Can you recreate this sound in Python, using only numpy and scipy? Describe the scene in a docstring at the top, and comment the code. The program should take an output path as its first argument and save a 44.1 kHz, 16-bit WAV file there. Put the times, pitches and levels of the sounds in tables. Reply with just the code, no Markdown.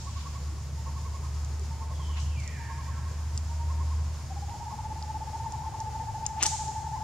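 """Insects hiss, a distant engine hums and leaves rustle at a forest edge while a far bird repeats a short
phrase of hoots and yelps. The birds are unseen, probably barbets; their near-pure notes echo off the trees.
Faint pipes and one falling whistle come from other birds, then a nearer one starts a long rolling trill.
A young monkey handles a mango on a stone: peel, claws and leaf litter tick. Near the end a dry stick
crunches and cracks close by as its fibres snap, and the foliage returns a bright echo."""
import sys
import numpy as np
from scipy import signal
from scipy.fft import rfft, irfft
from scipy.io import wavfile
from scipy.ndimage import uniform_filter1d

SR = 44100
rng = np.random.default_rng(int(sys.argv[2]) if len(sys.argv) > 2 else 0)


def store_pcm(level_fs):
    """Save levels as 16-bit WAV."""
    pcm = np.round(np.clip(level_fs, -1, 1) * 32767).astype(np.int16)
    wavfile.write(sys.argv[1], SR, np.atleast_2d(pcm).T)


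N = 310023
T = np.arange(N) / SR
FREQS = np.fft.rfftfreq(N, 1 / SR)


def amp(db):
    """Decibels to gain."""
    return 10 ** (np.asarray(db) / 20)


def unit(x):
    """Scale to rms 1."""
    return x / np.sqrt(np.mean(x ** 2))


def on_log_axis(points):
    """Interpolate (f/Hz, value) points over log frequency."""
    hz, value = np.transpose(points)
    return np.interp(np.log(FREQS + 1), np.log(hz), value)


def colour(x, spectrum):
    """Filter by (f/Hz, gain/dB) points."""
    return irfft(rfft(x) * amp(on_log_axis(spectrum)), N)


def resonate(x, hz, q):
    """One resonance, gain 1 at its centre."""
    return signal.lfilter(*signal.iirpeak(min(hz, SR / 3), max(q, 1), fs=SR), x)


def walk(rate_hz):
    """Smooth random drift, rms 1."""
    hold = max(int(SR / rate_hz), 2)
    steps = np.repeat(rng.standard_normal(N // hold + 1), hold)[:N]
    return unit(uniform_filter1d(uniform_filter1d(steps, hold), hold))


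def swell(at_s, rise_s, fall_s):
    """Exponential rise and fall about a peak."""
    return np.exp(-np.maximum((at_s - T) / rise_s, (T - at_s) / fall_s))


def grains(spread_db):
    """Dense clicks: 16-sample noise grains of uneven, capped size."""
    sizes = np.minimum(rng.exponential(size=N // 16 + 1), 3.5)
    return unit(rng.standard_normal(N) * amp(spread_db * np.repeat(sizes, 16)[:N]))


def add(track, at_s, sound):
    """Mix a short sound into a track."""
    start = max(int(at_s * SR), 0)
    part = track[start:start + len(sound)]
    part += sound[:len(part)]


def place(x, pan_db, lead_ms=0):
    """Pan by level and delay; positive is louder and earlier on the left."""
    delayed = irfft(rfft(x) * np.exp(-2j * np.pi * FREQS * lead_ms / 1000), N)
    return np.array([x * amp(pan_db / 2), delayed * amp(-pan_db / 2)])


# Likeness of the two ears in open air: f/Hz, correlation
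EAR_CORRELATION = [(60, 0.92), (130, 0.97), (290, 0.78), (1400, 0.79), (3100, 0.54), (6800, 0.23),
                   (12000, -0.45)]


def diffuse():
    """White noise from all round: alike in both ears in the bass, less so in the treble."""
    alike = np.clip(on_log_axis(EAR_CORRELATION), -1, 1)
    mid, side = rfft(rng.standard_normal((2, N))) * np.sqrt([1 + alike, 1 - alike])
    return unit(irfft([mid + side, mid - side], N))


def forest(x, t60_s, build_s):
    """Scatter from trunks and leaves: a diffuse echo that builds and decays."""
    response = diffuse() * amp(-60 * T / t60_s) * (1 - np.exp(-T / build_s))
    response /= np.sqrt(np.sum(response ** 2) / 2)
    return signal.fftconvolve(x[None], response, axes=1)[:, :N]


# Outdoor air and insect hiss spectra: f/Hz, gain/dB
AIR_SPECTRUM = [(100, -5), (300, 3), (500, -2.5), (900, 5.5), (1400, -2), (2400, -6.5), (4000, -12),
                (8000, -10.5), (15000, -32)]
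INSECT_SPECTRUM = [(3000, -7), (4100, -5), (4700, -1.5), (5300, 1.5), (5900, -2), (7100, 2.5), (7800, -9),
                   (9800, -12.5), (12000, -11), (15500, -33)]


def air_and_insects():
    """Soft air, stirring unevenly in the low mids, and the hiss of many far insects."""
    air = unit(colour(diffuse(), AIR_SPECTRUM)) * amp(-52.5 + 0.5 * walk(3.46))
    stir = np.zeros((2, N))
    for hz in np.geomspace(310, 620, num=4):
        band = resonate(resonate(diffuse(), hz, q=3.4), hz, q=3.4)
        stir += band * amp(4.3 * walk(22))
    insects = unit(colour(diffuse(), INSECT_SPECTRUM)) * amp(-52.5 + 0.083 * walk(1.9) + walk(30))
    return air + amp(-59) * unit(stir) + insects


# Engine firing rate: t/s, f/Hz
FIRING_RATE = [(0.0, 73.3), (0.76, 73.4), (2.89, 75.2), (2.96, 76.1), (4.5, 76.2)]
# Firing note loudness: t/s, level/dB
FIRING_LEVEL = [(0.05, -38.5), (0.5, -34.5), (0.57, -38.5), (1.63, -30), (1.76, -36), (2.29, -29.5),
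                (2.57, -36.5), (3.97, -28.5), (4.15, -33.5), (4.21, -41), (4.39, -34), (4.61, -46),
                (4.95, -37), (5.6, -43)]
# Low rumble spectrum: f/Hz, gain/dB
RUMBLE_SPECTRUM = [(20, -44), (32, -21), (45, -4), (70, -2.5), (100, 3), (140, 0), (180, -14.5), (230, -14),
                   (290, -32.5), (500, -48)]


def engine():
    """Distant engine: only the wavering firing note and two weak overtones carry, over a rumble."""
    firing_hz = np.interp(T, *np.transpose(FIRING_RATE))
    level_db = np.interp(T, *np.transpose(FIRING_LEVEL))
    phase = 2 * np.pi * np.cumsum(firing_hz) / SR
    octave = amp(-26 + 2 * walk(19)) * np.sin(2 * phase)
    hum = np.sqrt(2) * (np.sin(phase) + octave + amp(-33.5) * np.sin(3 * phase))
    hum *= amp(level_db + 0.84 * walk(9))
    rumble = unit(colour(diffuse(), RUMBLE_SPECTRUM))
    return hum + amp(-40.5) * rumble


def bird_note(hz, length_s, sag, flatness, taper, octave_db):
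    """Near-pure note: pitch and level arch together as syrinx pressure rises and falls."""
    progress = np.linspace(0, 1, int(length_s * SR))
    lean, depth = np.exp(0.153 * rng.standard_normal(2))
    edge = np.abs(2 * progress ** lean - 1)  # 0 at the crest, 1 at the ends
    phase = 2 * np.pi * np.cumsum(hz * (1 - sag * depth * edge ** flatness)) / SR
    envelope = np.sqrt(2) * (1 - edge ** 2) ** taper
    return envelope * (np.sin(phase) + amp(octave_db) * np.sin(2 * phase))


# Faint pipes: t/s, f/Hz, level/dB, length/s
PIPE_NOTES = [(1.267, 1257, -58.5, .12), (1.419, 1270, -64, 0.17), (2.959, 1342, -59.5, 0.13)]


def piping_bird():
    """Thin, level notes from far off that barely clear the hiss."""
    voice = np.zeros(N)
    for at_s, hz, db, length_s in PIPE_NOTES:
        pipe = bird_note(hz, length_s, sag=0.023, flatness=1.8, taper=1.4, octave_db=-40)
        add(voice, at_s - length_s / 2, amp(db) * pipe)
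    return voice + forest(voice, t60_s=0.49, build_s=0.02)


# Falling whistle contour: t/s, f/Hz, level/dB
WHISTLE_CONTOUR = [(1.9, 3650, -74), (1.98, 3250, -63), (2.17, 2843, -61.5), (2.3, 2720, -71),
                   (2.37, 2420, -55), (2.5, 1871, -51), (2.6, 1668, -62), (3.0, 1577, -64.5),
                   (3.08, 1520, -75)]


def whistling_bird():
    """One hoarse falling whistle deep in the trees; the echo holds the earlier, higher pitches."""
    at_s, hz, db = np.transpose(WHISTLE_CONTOUR)
    pitch_hz = np.interp(T, at_s, hz) * (1 + 0.028 * walk(160))
    envelope = np.interp(T, at_s, amp(db), left=0, right=0) * amp(2.9 * walk(45))
    voice = np.sqrt(2) * envelope * np.sin(2 * np.pi * np.cumsum(pitch_hz) / SR)
    pan_db = -4.0
    echo = forest(voice, t60_s=2.1, build_s=0.021) * amp([[pan_db / 2], [-pan_db / 2]])
    return place(voice, pan_db, lead_ms=-0.042) + amp(3.5) * echo


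# Far bird's phrases: first hoot t/s, first yelp t/s, note spacing/s, hoot f/Hz, yelp f/Hz,
# hoot base level/dB, yelp level/dB, yelp count
FAR_PHRASES = [(-.14, 0.079, 0.095, 906, 1127, -65, -44.5, 4),
               (0.794, 0.882, 0.092, 908, 1113, -51.5, -45, 5),
               (1.723, 1.828, 0.092, 906, 1095, -48.5, -46.5, 5),
               (2.616, 2.714, 0.089, 925, 1100, -47.5, -45.5, 5),
               (3.515, 3.712, .105, 934, 1084, -46.5, -44, 3),
               (4.527, 4.721, .098, 935, 1104, -43.5, -46.5, 1),
               (5.358, 5.456, 0.096, 921.5, 1067, -43, -50, 4),
               (6.761, 6.963, 0.1, 917, 1035, -45.5, -43, 1)]


def far_bird():
    """Two hoots, the second stronger, then one to five higher yelps, half lost in their echo."""
    hoot_s, hoot_growth_db = 0.058, 2.5
    yelp_s, yelp_fade_db = 0.048, 2.5
    voice = np.zeros(N)
    for hoot_at_s, yelp_at_s, gap_s, hoot_hz, yelp_hz, hoot_db, yelp_db, count in FAR_PHRASES:
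        for k in range(2):
            hoot = bird_note(hoot_hz, hoot_s, sag=0.048, flatness=2.15, taper=1.1, octave_db=-27)
            hoot *= amp(hoot_db + (k + 0.5) * hoot_growth_db)
            add(voice, hoot_at_s + k * gap_s - hoot_s / 2, hoot)
        for k, progress in enumerate(np.linspace(0, 1, round(count))):
            yelp = bird_note(yelp_hz, yelp_s, sag=0.2695, flatness=2.09, taper=1.0, octave_db=-21)
            yelp *= amp(yelp_db - yelp_fade_db * progress ** 5)
            add(voice, yelp_at_s + k * gap_s - yelp_s / 2, yelp)
    echo = forest(resonate(voice, hz=922, q=4.7), t60_s=2.24, build_s=0.033)
    return place(voice, pan_db=-4.5, lead_ms=-0.025) + amp(-0.5) * echo


def near_bird(start_s=4.317, count=41):
    """A roll of arched notes that climbs and swells; gaps and notes lengthen as the bird tires."""
    first_gap_s, last_gap_s = 0.05935, 0.0841
    first_note_s, last_note_s = 0.037, 0.062
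    start_hz, top_hz, climb_s = 780, 882, 0.21
    start_db, full_db, swell_s = -41.5, -33.5, 0.89
    gaps_s = first_gap_s + (last_gap_s - first_gap_s) * np.linspace(0, 1, count - 1) ** 2
    lengths_s = first_note_s + (last_note_s - first_note_s) * np.linspace(0, 1, count) ** 2
    elapsed_s = np.r_[0, np.cumsum(gaps_s)]
    pitches_hz = top_hz + (start_hz - top_hz) * np.exp(-elapsed_s / climb_s)
    levels_db = full_db + (start_db - full_db) * np.exp(-elapsed_s / swell_s)
    voice = np.zeros(N)
    for at_s, hz, db, length_s in zip(start_s + elapsed_s, pitches_hz, levels_db, lengths_s):
        stronger, sharper, longer = rng.standard_normal(3)
        length_s *= np.exp(0.0507 * longer)
        hz *= 1 + 0.0057 * sharper
        note = bird_note(hz, length_s, sag=0.241, flatness=3.45, taper=1.0, octave_db=-27.5)
        add(voice, at_s - length_s / 2, amp(db + 0.5 * stronger) * note)
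    # the trees return the crests best, so a thin tone hangs between notes
    echo = forest(resonate(voice, hz=895.5, q=18.0), t60_s=0.97, build_s=0.039)
    return place(voice, pan_db=2.5, lead_ms=0.046) + amp(-1.5) * echo


# Peel, claw and litter ticks: t/s, level/dB, ring f/Hz, left minus right/dB
HANDLING_TICKS = [(1.4471, -31, 6600, -1), (1.595, -34, 7300, 2), (2.4768, -26.5, 6780, -1.5),
                  (3.376, -18.5, 6600, 0), (4.4952, -36, 2530, 0), (5.0249, -31, 4800, 0),
                  (5.5217, -29, 7160, 0), (5.8026, -26.5, 6530, -2), (6.264, -12.5, 6860, 7),
                  (6.68, -31, 6500, 4)]
# Brushed leaves: t/s, level/dB, rise/s, fall/s, centre f/Hz
LEAF_RUSTLES = [(.01, -47.5, .03, 0.2, 5800), (.2, -51, .08, 0.11, 3370), (2.174, -42.5, .012, 0.021, 2450),
                (2.206, -45, .024, .054, 6000), (2.402, -45.5, 0.0094, .012, 6470),
                (2.44, -46, .009, 0.013, 6170), (6.257, -43, .003, .0023, 3020),
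                (6.398, -47, .0033, .004, 2900)]


def monkey_handling():
    """Peel, claws and litter tick with a brief ring and a faint crackle; brushed leaves rustle."""
    out = np.zeros((2, N))
    age_s = T[:1024]
    for at_s, db, hz, pan_db in HANDLING_TICKS:
        ring = np.sin(2 * np.pi * hz * age_s) * np.exp(-((age_s - 0.0012) / 0.00026) ** 2)
        band = resonate(rng.standard_normal(len(age_s)), hz, q=2.1)
        crackle = unit(resonate(band, hz * 0.88, q=1.2)) * np.exp(-age_s / 0.003)
        tick = ring + amp(-10.5) * crackle
        add(out[0], at_s, tick * amp(db + pan_db / 2))
        add(out[1], at_s, np.roll(tick, 2) * amp(db - pan_db / 2))
    out += amp(-12) * forest(out.mean(axis=0), t60_s=0.96, build_s=0.007)
    for at_s, db, rise_s, fall_s, hz in LEAF_RUSTLES:
        clicks = np.array([grains(spread_db=2.6) for _ in range(2)])
        leaves = resonate(resonate(clicks, hz, q=1.0), hz, q=0.9)
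        out += amp(db) * swell(at_s, rise_s, fall_s) * unit(leaves)
    return colour(out, [(7500, 0.0), (9500, -13), (14000, -15)])  # soft leaves give little top


# Fibres snapping: t/s, level/dB
FIBRE_SNAPS = [(6.426, -4.5), (6.4329, -6.5), (6.4378, -13), (6.458, -11.5), (6.4633, -6)]
# Wood giving way: t/s, level/dB, rise/s, fall/s
WOOD_CRUNCHES = [(6.417, -40, 0.015, 0.0096), (6.429, -25.5, 0.0057, 0.0037), (6.457, -32, 0.0081, 0.0094)]
# Snap, crunch and foliage echo spectra: f/Hz, gain/dB
SNAP_SPECTRUM = [(300, -14), (1000, -12), (2000, -16), (3600, -20), (4400, -7.5), (6100, 4.5), (7300, -2),
                 (8600, -1), (11000, -18), (15500, -38)]
CRUNCH_SPECTRUM = [(80, -21), (250, 6), (500, -1), (1000, 4.5), (1900, 2), (3000, 7), (3800, 3.5),
                   (4700, -3), (7000, -3), (14000, -52)]
FOLIAGE_SPECTRUM = [(300, -29), (1200, -18), (2200, -15), (3600, -10.5), (5000, -6.5), (6100, -0.5),
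                    (7100, 3), (8200, -5.5), (9500, -15), (12000, -26), (15000, -39)]


def stick():
    """Dry wood crunches as it bends and its fibres snap in two volleys; stone and foliage echo."""
    fibres = np.zeros(N)
    age_s = T[:1024]
    decay = np.exp(-age_s / 0.0012) + amp(-14.5) * np.exp(-age_s / 0.006)  # snap, then splinters
    for at_s, db in FIBRE_SNAPS:
        burst = rng.choice([-1, 1], len(age_s)) * decay
        add(fibres, at_s + 0.001, amp(db) * burst)
    snaps = colour(fibres, SNAP_SPECTRUM)
    strain = sum(amp(db) * swell(at_s, rise_s, fall_s) for at_s, db, rise_s, fall_s in WOOD_CRUNCHES)
    crunch = strain * unit(colour(grains(spread_db=4.1), CRUNCH_SPECTRUM))
    direct = place(snaps, pan_db=2.0, lead_ms=0.052) + place(crunch, pan_db=6.5, lead_ms=0.052)
    stone_echo = forest(snaps + crunch, t60_s=0.13, build_s=0.00087)
    # returns from countless leaves merge into a dying hiss
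    leaf_echo = unit(colour(diffuse(), FOLIAGE_SPECTRUM)) * swell(at_s=6.47, rise_s=0.013, fall_s=0.15)
    return direct + amp(-10.5) * stone_echo + amp(-32) * leaf_echo


def scene():
    """Birds, monkey and stick over the engine, air and insects."""
    birds = near_bird() + far_bird() + whistling_bird() + piping_bird()
    return birds + engine() + air_and_insects() + monkey_handling() + stick()


def record(dry):
    """Steep low-pass at 15.7 kHz."""
    return signal.sosfilt(signal.ellip(10, 0.1, 80, 15700, fs=SR, output="sos"), dry)


dry = scene()
out = record(dry)
store_pcm(out)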